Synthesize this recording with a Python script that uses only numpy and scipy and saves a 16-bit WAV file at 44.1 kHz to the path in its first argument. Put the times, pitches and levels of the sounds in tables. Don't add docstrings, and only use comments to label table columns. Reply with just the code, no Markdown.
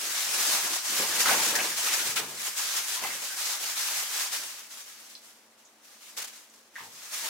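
import sys
import numpy as np
from scipy import signal
from scipy.fft import rfft, irfft, next_fast_len
from scipy.io import wavfile
from scipy.ndimage import uniform_filter1d, map_coordinates

SR = 44100
rng = np.random.default_rng(int(sys.argv[2]) if len(sys.argv) > 2 else 0)


def materialize(psi):
    bounded = np.clip(np.atleast_2d(psi).T, -1, 1)
    quanta = np.round(bounded * 32767).astype(np.int16)
    wavfile.write(sys.argv[1], SR, quanta)


N = 321489

# frequency in Hz, relative density in dB per Hz.
SWISH_SPECTRUM = [(710, -37.5), (1200, -5.5), (2150, -3.5), (3340, -3), (6200, 0.3), (13400, -8),
                  (15800, -12.5)]
# frequency in Hz, relative density in dB per Hz.
FLAP_SPECTRUM = [(150, -70), (1000, -16), (1250, -2.5), (3100, -1.5), (4500, -7), (9000, -14)]


def amp(db):
    return 10 ** (np.asarray(db) / 20)


def unit(x):
    return x / np.sqrt(np.mean(x ** 2) + 1e-20)


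def along(points, hz):
    f, v = np.transpose(points)
    return np.interp(np.log(hz + 1), np.log(f + 1), v)


def wobble(rate):
    knots = rng.standard_normal(int(N * rate / SR) + 4)
    return map_coordinates(knots, [np.arange(N) * rate / SR])


def filtered(x, response):
    m = next_fast_len(N + SR // 2)
    return irfft(rfft(x, m) * response(np.fft.rfftfreq(m, 1 / SR)), m)[..., :N]


def resonances(modes, f):
    return sum(amp(db) * 1j * f * w / (c * c - f * f + 1j * f * w) for c, w, db in modes)


def add(track, s, sound):
    start = round(s * SR)
    part = sound[..., :N - start]
    track[..., start:start + part.shape[-1]] += part


def spread(pair, colour):
    # frequency in Hz, correlation from 0 to 1.
    likeness = [(120, 1), (350, 0.96), (700, 0.79), (1400, 0.49), (2500, 0.12)]

    def response(hz):
        turn = np.arccos(np.clip(along(likeness, hz), -1, 1)) / 2
        return amp(along(colour, hz)) * np.array([np.cos(turn), np.sin(turn)])

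    mid, side = filtered(pair, response)
    return unit(np.array([mid + side, mid - side]))


def kitchen(x, wet_db):
    # frequency in Hz, time in seconds to fall by 60 dB.
    tile_decay = [(200, 0.12), (2000, 0.28), (12000, 0.064)]
    hz, t, z = signal.stft(rng.standard_normal((2, SR // 2)), SR, nperseg=256)
    fading = z * amp(-60 * t / along(tile_decay, hz)[:, None])
    tail = signal.istft(fading, SR, nperseg=256)[1]
    tail = tail / np.linalg.norm(tail[0])
    echo = signal.fftconvolve(np.atleast_2d(x), tail, axes=1)[:, :N]
    return x + amp(wet_db) * echo


def alcove(x, ring_db):
    # frequency in Hz, width in Hz, relative level in dB.
    sink_modes = [(214, 12, -10), (337.6, 9.9, -8), (589, 24, -5.5), (730, 6.9, 2), (1052, 27, -4),
                  (1662, 25, 10)]
    return unit(filtered(x, lambda f: 1 + amp(ring_db) * resonances(sink_modes, f)))


def room_tone(waver=0.57):
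    # frequency in Hz, relative density in dB per Hz.
    air_colour = [(25, -37.5), (95, -8.5), (160, -14.5), (215, 0), (370, -0.5), (600, 2.5), (2400, -4),
                  (6600, -14), (15800, -37)]
    # frequency in Hz, rms level in dB.
    hum_partials = [(220.7, -77), (301.5, -81)]
    t = np.arange(N) / SR
    hum = np.zeros(N)
    for hz, db in hum_partials:
        hum += amp(db) * np.sqrt(2) * np.sin(2 * np.pi * hz * t + waver * wobble(30))
    air = amp(-63) * spread(rng.standard_normal((2, N)), air_colour)
    return air + hum


def ticks(width=.3):
    # start in seconds, level in dB, pitch in Hz, 60 dB decay in seconds.
    tick_rows = [(5.152, -36.5, 4420, 0.017), (5.650, -56, 6400, 0.11), (6.499, -53, 6640, 0.027)]
    out, t = np.zeros(N), np.arange(SR // 5) / SR
    for s, db, hz, t60 in tick_rows:
        peak = signal.iirpeak(hz, 1 / width, SR)
        once = signal.lfilter(*peak, rng.standard_normal(len(t)))
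        ring = unit(signal.lfilter(*peak, once))
        add(out, s, amp(db - 60 * t / t60) * ring)
    return kitchen(out, wet_db=1)


def bubble(hz, db, t60=0.011, attack=.0009, overtone_db=-21):
    t = np.arange(SR // 20) / SR
    phase = 2 * np.pi * hz * t
    tone = np.sin(phase) + amp(overtone_db) * np.sin(2 * phase)
    return amp(db - 60 * t / t60) * (1 - np.exp(-t / attack)) * tone


def gurgle(spray_s=6.8, spray_width_s=0.041, spray_db=-46, count=14):
    # start in seconds, pitch in Hz, level in dB.
    pop_rows = [(6.756, 1850, -26.5), (6.7615, 1900, -22.5), (6.7664, 1680, -26), (6.7753, 1870, -28),
                (6.7827, 1030, -31), (6.792, 2030, -28)]
    # time in seconds, bubble pitch in Hz, level in dB.
    string_course = [(6.795, 1100, -34), (6.83, 920, -37), (6.88, 716, -41)]
    out, t = np.zeros(N), np.arange(N) / SR
    for s, hz, db in pop_rows:
        add(out, s, bubble(hz, db))
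    times, pitch, level = np.transpose(string_course)
    slots = np.linspace(times[0], times[-1], count)
    for s, (late, size, strength) in zip(slots, rng.standard_normal((count, 3))):
        hz = np.interp(s, times, pitch) * np.exp(size / 20)
        db = np.interp(s, times, level) + strength
        add(out, s + 0.00146 * late, bubble(hz, db))
    puff = amp(spray_db) * np.exp(-((t - spray_s) / spray_width_s) ** 2)
    spray = puff * spread(rng.standard_normal((2, N)), FLAP_SPECTRUM)
    return kitchen(out, wet_db=-3.5) + spray


def bumps(rise=0.0059, t60=0.97):
    # start in seconds, level in dB.
    bump_rows = [(.98, -44), (1.28, -41), (1.55, -46.5), (2.05, -45), (2.19, -49), (3.01, -49.5),
                 (6.80, -55.5)]
    # frequency in Hz, relative density in dB per Hz.
    boom_colour = [(25, -38), (50, -23), (95, -1.5), (155, 3), (340, 1), (450, 5.5), (750, -13.5)]
    force, t = np.zeros(N), np.arange(SR) / SR
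    for s, db in bump_rows:
        add(force, s, amp(db - 60 * t / t60) * (1 - np.exp(-t / rise)))
    return force * spread(rng.standard_normal((2, N)), boom_colour)


def strikes(t60=0.15):
    # start in seconds, level in dB.
    strike_rows = [(1.285, -30), (1.314, -32), (1.588, -34), (3.037, -31.5), (3.066, -35)]
    # frequency in Hz, relative density in dB per Hz.
    smack_colour = [(60, -55), (300, -15), (750, -8), (1150, -1), (1550, -17), (2900, -3), (10000, -10)]
    force, t = np.zeros(N), np.arange(SR // 2) / SR
    for s, db in strike_rows:
        add(force, s, amp(db - 60 * t / t60))
    return force * spread(rng.standard_normal((2, N)), smack_colour)


def tumbles(rate=380, die_cycles=26, scatter=0.167):
    # start in seconds, length in seconds, pitch in Hz, level in dB.
    flurry_rows = [(1.253, 0.046, 1520, -30.5), (1.284, .04, 2100, -34), (1.301, .022, 743, -31),
                   (1.584, .022, 985, -39), (1.588, .022, 2480, -32), (1.871, .065, 2240, -37),
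                   (3.033, 0.016, 960, -35.5)]
    out, t = np.zeros(N), np.arange(SR // 8) / SR
    all_draws = rng.standard_normal((len(flurry_rows), 64, 3))
    for (s, length, hz, db), draws in zip(flurry_rows, all_draws):
        flurry = np.zeros(N)
        for k, (late, size, strength) in enumerate(draws[:round(length * rate) + 1]):
            cycles = hz * np.exp(scatter * size) * t
            envelope = amp(2 * strength - 60 * cycles / die_cycles) * (1 - np.exp(-cycles))
            add(flurry, s + (k + abs(late) / 2) / rate, envelope * np.sin(2 * np.pi * cycles))
        out += amp(db) * flurry * np.sqrt(length * SR) / np.linalg.norm(flurry)
    return kitchen(out, wet_db=-6.5)


def knocks(attack=0.0028, rough=1.15):
    # start in seconds, level in dB, pitch in Hz, 60 dB
    # decay in seconds, steel ring in dB relative to the knock.
    knock_rows = [(1.112, -27.5, 1685, 0.077, -19), (1.272, -24, 1610, 0.097, -17),
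                  (1.552, -20, 1664, 0.072, -10.5), (1.865, -34, 1690, 0.091, -16),
                  (1.992, -27.5, 1596, .06, -22), (2.192, -42, 451, .33, -25),
                  (2.966, -36, 1030, 0.12, -24), (3.034, -34, 2040, 0.081, -1),
                  (3.101, -27.5, 2080, 0.049, -24), (3.299, -33, 1560, .06, -30)]
    # frequency in Hz, relative level in dB, 60 dB decay in seconds.
    steel_modes = [(1002, -14, 0.15), (1610, -6.5, 0.64), (1683, -13, 0.51), (2046, -4, 0.3),
                   (2640, 1.5, 0.25)]
    out, t = np.zeros(N), np.arange(SR // 2) / SR
    for s, db, hz, t60, steel_db in knock_rows:
        phase = 2 * np.pi * hz * t + rough * wobble(hz / 6)[:len(t)]
        hollow = amp(-60 * t / t60) * np.sin(phase)
        ring = np.zeros(len(t))
        for f, level, life in steel_modes:
            nearness = min(f / hz, hz / f) ** 4
            decay = amp(level + rng.normal(0, 3.6) - 60 * t / life)
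            ring += decay * nearness * np.cos(2 * np.pi * f * t)
        add(out, s, amp(db) * (1 - np.exp(-t / attack)) * (hollow + amp(steel_db) * ring))
    return kitchen(out, wet_db=-1.5)


def friction(colour, grain_db, patchy_db, catch_db):
    unevenness = amp(grain_db * wobble(2500) + catch_db * wobble(110))
    slips = rng.standard_normal((2, N)) * unevenness
    z = signal.stft(slips, nperseg=512)[2]
    field = uniform_filter1d(rng.standard_normal(z.shape[1:]), size=7, axis=0)
    field = uniform_filter1d(field, size=8, axis=1)
    patchy = signal.istft(z * amp(patchy_db * unit(field)), nperseg=512)[1][:, :N]
    return spread(patchy, colour)


def flicks():
    # start in seconds, level in dB, rise in seconds,
    # 60 dB decay in seconds, hollow flap in dB relative to the burst.
    flick_rows = [(1.197, -21, .003, 0.15, -20), (1.551, -18.5, 0.0026, 0.088, -12),
                  (1.858, -21.5, 0.0063, 0.11, -2), (2.155, -15, 0.0098, 0.16, -1),
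                  (6.163, -30.5, 0.0072, 0.51, -6.5), (6.535, -50.5, 0.003, 0.36, -22)]
    # frequency in Hz, relative density in dB per Hz.
    burst_colour = [(100, -28), (400, -9.5), (850, -6), (1300, -7), (3000, -3.5), (6500, 1.5),
                    (15000, -10.5)]
    force, t = np.zeros((2, N)), np.arange(SR // 2) / SR
    for s, db, rise, t60, flap_db in flick_rows:
        envelope = amp(db - 60 * t / t60) * (1 - np.exp(-t / rise)) ** 2
        add(force, s, np.outer(amp([0, flap_db]), envelope))
    burst = force[0] * friction(burst_colour, grain_db=2.5, patchy_db=0.0, catch_db=-2.4)
    flap = force[1] * spread(rng.standard_normal((2, N)), FLAP_SPECTRUM)
    return burst + flap


def crinkles(rate, scatter_db):
    sizes = amp(scatter_db * np.minimum(rng.exponential(size=N), 2))
    snaps = (rng.random(N) < rate / SR) * sizes
    decay = np.exp(-np.arange(SR // 50) / (SR / 1000))
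    force = signal.fftconvolve(snaps, decay)[:N]
    dry_snaps = spread(force * rng.standard_normal((2, N)), SWISH_SPECTRUM)
    return unit(kitchen(dry_snaps, wet_db=2.5))


def pulls(attack_s=0.034, t60_s=0.65, held_still_db=-62.5):
    # start in seconds, length in seconds, level at mid-pull in dB,
    # swell from start to end in dB.
    stroke_rows = [(-.02, 0.34, -30.5, 3.5), (0.317, 0.22, -26, 4.5), (0.585, .18, -31, 2.5),
                   (0.821, 0.18, -28, 5.5), (1.032, 0.13, -31, 8), (1.173, 0.32, -26, -1.5),
                   (1.542, .15, -30, 1.5), (1.751, 0.13, -28, 3), (1.899, 0.12, -28.5, -0.5),
                   (2.037, 0.067, -32, 0), (2.202, 0.21, -41, 11.5), (2.385, 0.082, -38, 14),
                   (2.548, 0.061, -28, 2), (2.648, 0.12, -34, 12.5), (2.854, 0.099, -31, 0.5),
                   (3.003, 0.18, -35.5, -2.5), (3.192, 0.13, -34, -1.5), (3.347, .18, -31, 2),
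                   (3.58, 0.12, -34, 4), (3.744, 0.28, -29.5, 1), (4.08, 0.13, -32.5, 8),
                   (4.297, 0.039, -29.5, -1.5), (4.4, 0.2, -41, -3.5), (4.685, 0.12, -43, 1),
                   (4.857, 0.28, -48, -5.5), (5.2, .1, -53, -2), (5.56, .04, -60, -2),
                   (5.81, .12, -55, 8.5), (5.995, 0.14, -49.5, -2), (6.294, 0.086, -52.5, 5.5),
                   (6.728, 0.46, -47, 12.5), (7.104, 0.2, -34, -4.5)]
    t, power = np.arange(N) / SR, np.full(N, amp(held_still_db) ** 2)
    for start, length, db, swell_db in stroke_rows:
        age = np.maximum(t - start, 0)
        pull_db = db + swell_db * (np.minimum(age / length, 1) - .5)
        release_db = 60 * np.clip(age - length, 0, t60_s * 2) / t60_s
        power += (np.minimum(age / attack_s, 1) * amp(pull_db - release_db)) ** 2
    return np.sqrt(power)


def shifts(rise_s=0.047, t60_s=0.83):
    # time of the peak in seconds, billow in dB, rub in dB.
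    shift_rows = [(.4, -50, -37.5), (.55, -48, -35), (1.01, -46.5, -36), (1.18, -42, -40),
                  (1.3, -36.5, -26.5), (1.572, -40, -34), (1.97, -53, -40.5), (2.22, -50, -41),
                  (3.038, -50.5, -39), (4.35, -60, -54.5), (7.25, -65, -42)]
    t, power = np.arange(N) / SR, np.zeros((2, N))
    for s, billow_db, rub_db in shift_rows:
        rise = np.exp(-np.clip((s - t) / rise_s, 0, 10) ** 2)
        settling = amp(-60 * np.maximum(t - s, 0) / t60_s)
        power += np.outer(amp([billow_db, rub_db]), rise * settling) ** 2
    return np.sqrt(power)


def cloth(slacken_s=2.3, early_billow_db=-25.5, late_billow_db=-35, rub_db=-12):
    # frequency in Hz, relative density in dB per Hz.
    rub_colour = [(40, -60), (150, -34), (300, -10.5), (520, -5), (900, 3.5), (1600, -2), (2400, 0.5),
                  (5000, -12)]
    # frequency in Hz, relative density in dB per Hz.
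    billow_colour = [(30, -55), (100, -31), (150, -13.5), (215, -4.5), (400, 0), (560, -1), (1000, -28)]
    slide = pulls() * amp(1.0 * wobble(32))
    heave, press = shifts()
    bulk = amp(np.where(np.arange(N) / SR > slacken_s, late_billow_db, early_billow_db))
    hiss = friction(SWISH_SPECTRUM, grain_db=1.1, patchy_db=1.11, catch_db=.5)
    swish = slide * (hiss + amp(-13.0) * crinkles(rate=140, scatter_db=3))
    rubbing = friction(rub_colour, grain_db=0.5, patchy_db=1.5, catch_db=-1.0)
    rub = np.hypot(amp(rub_db) * slide, press) * alcove(rubbing, ring_db=-3.5)
    flutter = friction(billow_colour, grain_db=1.0, patchy_db=4.5, catch_db=-1.0)
    billow = np.hypot(bulk * slide, heave) * alcove(flutter, ring_db=8.5)
    return swish + rub + billow


def scene():
    # frequency in Hz, left minus right in dB.
    left_lean = [(150, 0), (350, 1.1), (1400, 1), (9000, 0.2), (15000, 3.5)]
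    bag = cloth() + flicks()
    load = knocks() + tumbles() + strikes() + bumps()
    mix = bag + load + gurgle() + ticks() + room_tone()
    return filtered(mix, lambda hz: amp(np.outer([.5, -.5], along(left_lean, hz))))


def record(dry):
    return filtered(dry, lambda hz: hz < 15850)


dry = scene()
out = record(dry)
materialize(out)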